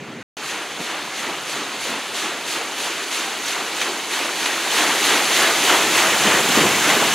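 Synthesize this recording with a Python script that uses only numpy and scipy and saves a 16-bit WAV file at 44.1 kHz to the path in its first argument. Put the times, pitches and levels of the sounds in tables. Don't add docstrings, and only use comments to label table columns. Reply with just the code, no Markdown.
import sys
import numpy as np
from scipy import signal
from scipy.fft import rfft, irfft, next_fast_len
from scipy.io import wavfile
from scipy.ndimage import uniform_filter1d

SR = 44100
rng = np.random.default_rng(int(sys.argv[2]) if len(sys.argv) > 2 else 0)


def inscribe(sig):
    pcm = np.round(np.clip(np.atleast_2d(sig).T, -1, 1) * 32767)
    wavfile.write(sys.argv[1], SR, pcm.astype(np.int16))


N = 314874
T = np.arange(N) / SR
FAR_END_S, NEAR_START_S = 0.2285, 0.3688

# frequency in Hz, relative level in dB.
FAR_WASH_SPECTRUM = [(30, -28), (60, -22), (130, 2), (400, 2.5), (650, -4.5), (2200, -5), (3300, -11),
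                     (6500, -19.5), (10000, -29.5), (15500, -41)]
WIND_SPECTRUM = [(20, -30), (50, -30), (80, -16.5), (130, -0.5), (210, 2), (380, -3.5), (650, -19),
                 (1500, -35), (5000, -60)]
SPRAY_SPECTRUM = [(300, -33.5), (900, -11.5), (1800, -3.5), (3000, 0.5), (4300, -0.4), (6500, -4),
                  (10000, -9.5), (12500, -15), (15700, -23)]
CHURN_SPECTRUM = [(60, -44), (130, -20), (220, -7), (320, -2), (410, -1.25), (540, -4), (760, -1),
                  (1200, -0.85), (2000, -2), (3000, -4.5), (4500, -13), (8000, -26.5), (16000, -50)]
# time in seconds, level in dB.
BREEZE_LEVELS = [(0.1, -49.8), (1.8, -48), (2.2, -52), (4.4, -53.5), (4.9, -46), (5.7, -42.3), (6.5, -33.5),
                 (7.14, -32.5)]
# peak time in seconds, level in dB, centre in Hz, width in seconds.
BUFFETS = [(0.025, -34.5, 230, .014), (0.102, -32, 240, .008), (0.18, -34.5, 225, .014),
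           (0.803, -29.5, 260, .009), (1.27, -35.5, 360, .04), (1.6, -35.5, 280, .026),
           (1.92, -33.5, 330, .035), (6.275, -22, 270, .023), (6.352, -23.5, 320, .012),
           (6.497, -23, 240, .007), (6.58, -17, 300, .012), (6.635, -19.5, 272, .03),
           (6.966, -21.5, 380, .008)]
# time in seconds, churn level in dB, spray level in dB.
WASH_LEVELS = [(0.4, -32.3, -39), (1.3, -32.1, -36.6), (2.6, -31.8, -35.7), (3.05, -30.7, -33.3),
               (4.05, -30.5, -33.3), (4.6, -26.9, -29.4), (4.9, -24.1, -26), (5.7, -21.7, -24.8),
               (7.14, -21, -25.3)]
# start in seconds, surge of the spray in dB, swell of the churn in dB.
STROKES = [(0.424, 6.2, 3.2), (0.785, 4, 3.4), (1.135, 4.1, 4.7), (1.46, 5, 4.7), (1.796, 5.5, 5.1),
           (2.13, 7, 6.1), (2.456, 7.2, 4.1), (2.762, 5.6, 3.1), (3.1, 5.1, 3.1), (3.437, 4, 4.7),
           (3.747, 4.1, 4), (4.09, 4.5, 3.9), (4.368, 2.8, 1.9), (4.705, 4.3, 6.1), (5.016, 3.6, 4.9),
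           (5.312, 3.5, 4.3), (5.618, 2.8, 4.8), (5.92, 2.6, 3.9), (6.193, 1.3, 4.6), (6.498, 2.5, 3.7),
           (6.815, 1.8, 3.8)]
# time in seconds, share of the turn from 0 to 1.
MIC_TURN = [(5.2, 0), (6.5, 1)]
# frequency in Hz, gain in dB.
TURNED_COLOUR = [(3400, 0), (4500, -3), (5400, 1.5), (6200, .3), (7200, 2.5), (8600, 0), (10500, 0),
                 (15000, 3)]
# start in seconds, level in dB, centre in Hz.
SLAPS = [(0.897, -26.5, 1050), (2.52, -26.5, 3200), (3.478, -25.5, 2920), (3.813, -14.6, 1900),
         (4.135, -24.5, 1700), (4.457, -15.2, 1900), (4.776, -17, 2100), (5.694, -14.5, 1290),
         (5.975, -14, 1900), (6.27, -18, 1800), (6.889, -15, 1400)]
# frequency in Hz, likeness from 0 to 1.
PORT_LIKENESS = [(1800, 1), (2900, 1), (3600, 1), (5200, 0.84), (6500, 0.84), (8600, 0.65), (10000, 0.82),
                 (12000, 0.58), (15000, 0.52)]
# frequency in Hz, left minus right in dB.
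PORT_BALANCE = [(3200, 0), (4000, -1), (4900, -3.5), (5800, -.2), (8100, 0), (9200, 5.6), (10700, 2.6),
                (13000, 2.2), (15500, .5)]
# frequency in Hz, lead of the left port in radians.
PORT_LEAD = [(3200, 0), (4570, 0.15), (5340, .6), (7490, .4), (8610, 1.0), (9700, 0.35), (11000, 0.58),
             (14100, 0.27)]
# frequency in Hz, gain in dB.
PORT_COLOUR = [(3200, 0), (4400, -0.5), (5300, -4.5), (6300, 2), (7700, .5), (8600, -1.5), (10000, 2),
               (11500, 0.5)]


def amp(db):
    return 10 ** (np.asarray(db) / 20)


def unit(x):
    return x / np.sqrt(np.mean(x ** 2) + 1e-20)


def at_hz(points, hz):
    knots_hz, values = np.transpose(points)
    return np.interp(np.log(hz + 1), np.log(knots_hz + 1), values)


def curve(rows, column=1):
    rows = np.asarray(rows)
    return np.interp(T, rows[:, 0], rows[:, column])


def colour(x, spectrum):
    size = next_fast_len(N + 4096)
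    gain = amp(at_hz(spectrum, np.fft.rfftfreq(size, 1 / SR)))
    return irfft(rfft(x, size) * gain, size)[..., :N]


def patchy_noise(spectrum, patch_db, flicker_db, patch_size, tilt_db=0):
    hz, t, cells = signal.stft(rng.standard_normal((2, N)), SR, nperseg=256, noverlap=192)
    patches, flicker = rng.standard_normal((2, len(hz), len(t)))
    frames, bins = patch_size
    patches = unit(uniform_filter1d(uniform_filter1d(patches, frames, axis=1), bins, axis=0))
    flicker = unit(uniform_filter1d(uniform_filter1d(flicker, size=12, axis=1), size=60, axis=0))
    tilt = np.log2(np.maximum(hz / 7000, 1))[:, None] * np.interp(t, T, tilt_db * np.ones(N))
    cells *= amp(patch_db * patches + flicker_db * flicker + tilt)
    _, noise = signal.istft(cells, SR, nperseg=256, noverlap=192)
    return unit(colour(noise[:, :N], spectrum))


def band_noise(hz, q):
    b, a = signal.iirpeak(hz, q, fs=SR)
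    white = rng.standard_normal((2, SR))
    return unit(signal.lfilter(b, a, signal.lfilter(b, a, white)))[:, SR // 2:]


def grains(low_hz, high_hz, per_s, cycles, spread_db, rise, pitches):
    out, tries = np.zeros((2, N)), 1500
    odds = per_s * N / SR / pitches / tries
    for hz in np.geomspace(low_hz, high_hz, pitches):
        age = np.arange(int(5 * cycles / hz * SR) + 2) * hz / (cycles * SR)
        phase = 2 * np.pi * cycles * age * (1 + rise * age / 2)
        ring = np.sin(phase) * np.exp(-age) * (1 - np.exp(-6 * age))
        when, chance, weight = rng.random((3, 2, tries))
        sizes = amp(spread_db * np.minimum(-np.log(weight + 1e-9), 4)) * (chance < odds)
        for side in range(2):
            births = np.bincount((when[side] * N).astype(int), sizes[side], N)
            out[side] += signal.oaconvolve(births, unit(ring) / np.sqrt(len(ring)))[:N]
    return unit(out)


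def add(mix, start_s, sound):
    part = mix[:, round(start_s * SR):][:, :sound.shape[1]]
    part += sound[:, :part.shape[1]]


def surge(start_s, length_s, rise_s):
    age = np.maximum(T - start_s, 0)
    shape = (1 - np.exp(-age / rise_s)) * np.exp(-(age / length_s) ** 2)
    rounded = uniform_filter1d(shape, size=SR // 28)
    return rounded / rounded.max()


def swell(peak_s, width_s):
    offset = (T - peak_s) / width_s
    return np.exp(-np.where(offset < 0, offset, offset / 1.5) ** 2)


def far_wash():
    return amp(-35) * patchy_noise(FAR_WASH_SPECTRUM, patch_db=1.5, flicker_db=1, patch_size=(16, 4))


def wind():
    buffets, t = np.zeros((2, N)), np.arange(SR // 2) / SR
    for peak_s, db, hz, width_s in BUFFETS:
        start_s = max(peak_s - 3 * width_s, 0)
        shape = np.exp(-((t + start_s - peak_s) / width_s) ** 2 / 2)
        puff = band_noise(hz, q=0.78) * shape
        puff *= np.linalg.norm(shape) / np.linalg.norm(puff, axis=1, keepdims=True)
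        add(buffets, start_s, amp(db) * puff)
    buffets = colour(buffets, [(40, -16), (80, -6), (150, 0.5)])
    breeze = patchy_noise(WIND_SPECTRUM, patch_db=1, flicker_db=0.5, patch_size=(20, 3))
    return amp(curve(BREEZE_LEVELS)) * breeze + buffets


def spray():
    steady_db = curve(WASH_LEVELS, column=2)
    surges_db = sum(db * surge(s, length_s=.116, rise_s=.038) for s, db, _ in STROKES)
    tilt_db = 0.27 * (steady_db + 28)
    hiss = patchy_noise(SPRAY_SPECTRUM, patch_db=1, flicker_db=0.2, patch_size=(10, 7), tilt_db=tilt_db)
    drops = grains(1770, 13000, per_s=2520, cycles=1.4, spread_db=2.5, rise=0.017, pitches=12)
    drops = unit(colour(drops, SPRAY_SPECTRUM))
    water = amp(steady_db + surges_db) * (amp(3) * hiss + amp(-3.5) * drops)
    return water + curve(MIC_TURN) * (colour(water, TURNED_COLOUR) - water)


def churn():
    lag_s, lag_shrink = .145, .007
    swells_db = sum(db * swell(s + lag_s - lag_shrink * s, width_s=.064) for s, _, db in STROKES)
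    level_db = curve(WASH_LEVELS, column=1) + swells_db
    roar = patchy_noise(CHURN_SPECTRUM, patch_db=1.56, flicker_db=0.55, patch_size=(12, 4))
    bubbles = grains(279.9, 3200, per_s=1400, cycles=5.13, spread_db=3.2, rise=.04, pitches=32)
    water = roar + amp(-6.5) * unit(colour(bubbles, CHURN_SPECTRUM))
    gush = colour(water, [(650, 0), (1300, -7), (3000, -25)])
    early = amp(np.interp(T + .0053, T, level_db))
    late = amp(np.interp(T - .012, T, level_db))
    return early * (water - gush) + late * gush


def slaps():
    out, t = np.zeros((2, N)), np.arange(SR // 2) / SR
    rise_s, decay_s, scatter_s = .0015, .011, .04
    splash = (1 - np.exp(-t / rise_s)) * (np.exp(-t / decay_s) + .14 * np.exp(-t / scatter_s))
    crack = amp(-6) * np.exp(-abs(t - .004) / .0004)
    for start_s, db, hz in SLAPS:
        add(out, start_s, amp(db) * band_noise(hz, q=0.52) * (splash + crack))
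    return out


def microphone_ports(pair):
    size = next_fast_len(N + 4096)
    hz = np.fft.rfftfreq(size, 1 / SR)
    common, other = rfft(pair, size)
    likeness = at_hz(PORT_LIKENESS, hz)
    mid = common * np.sqrt((1 + likeness) / 2)
    side = other * np.sqrt((1 - likeness) / 2)
    lean = amp(at_hz(PORT_BALANCE, hz) / 2) * np.exp(1j * at_hz(PORT_LEAD, hz) / 2)
    return irfft(np.array([(mid + side) * lean, (mid - side) / lean]), size)[:, :N]


def scene():
    at_bow = T < (FAR_END_S + NEAR_START_S) / 2
    water = np.where(at_bow, far_wash(), churn() + spray() + slaps())
    return microphone_ports(water + wind())


def record(dry):
    running = (T < FAR_END_S) | (T > NEAR_START_S)
    sound = colour(dry, PORT_COLOUR) * running
    lowpass = signal.firwin(611, cutoff=15780, window=("kaiser", 9), fs=SR)
    return signal.oaconvolve(sound, lowpass[None], "same")


dry = scene()
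out = record(dry)
inscribe(out)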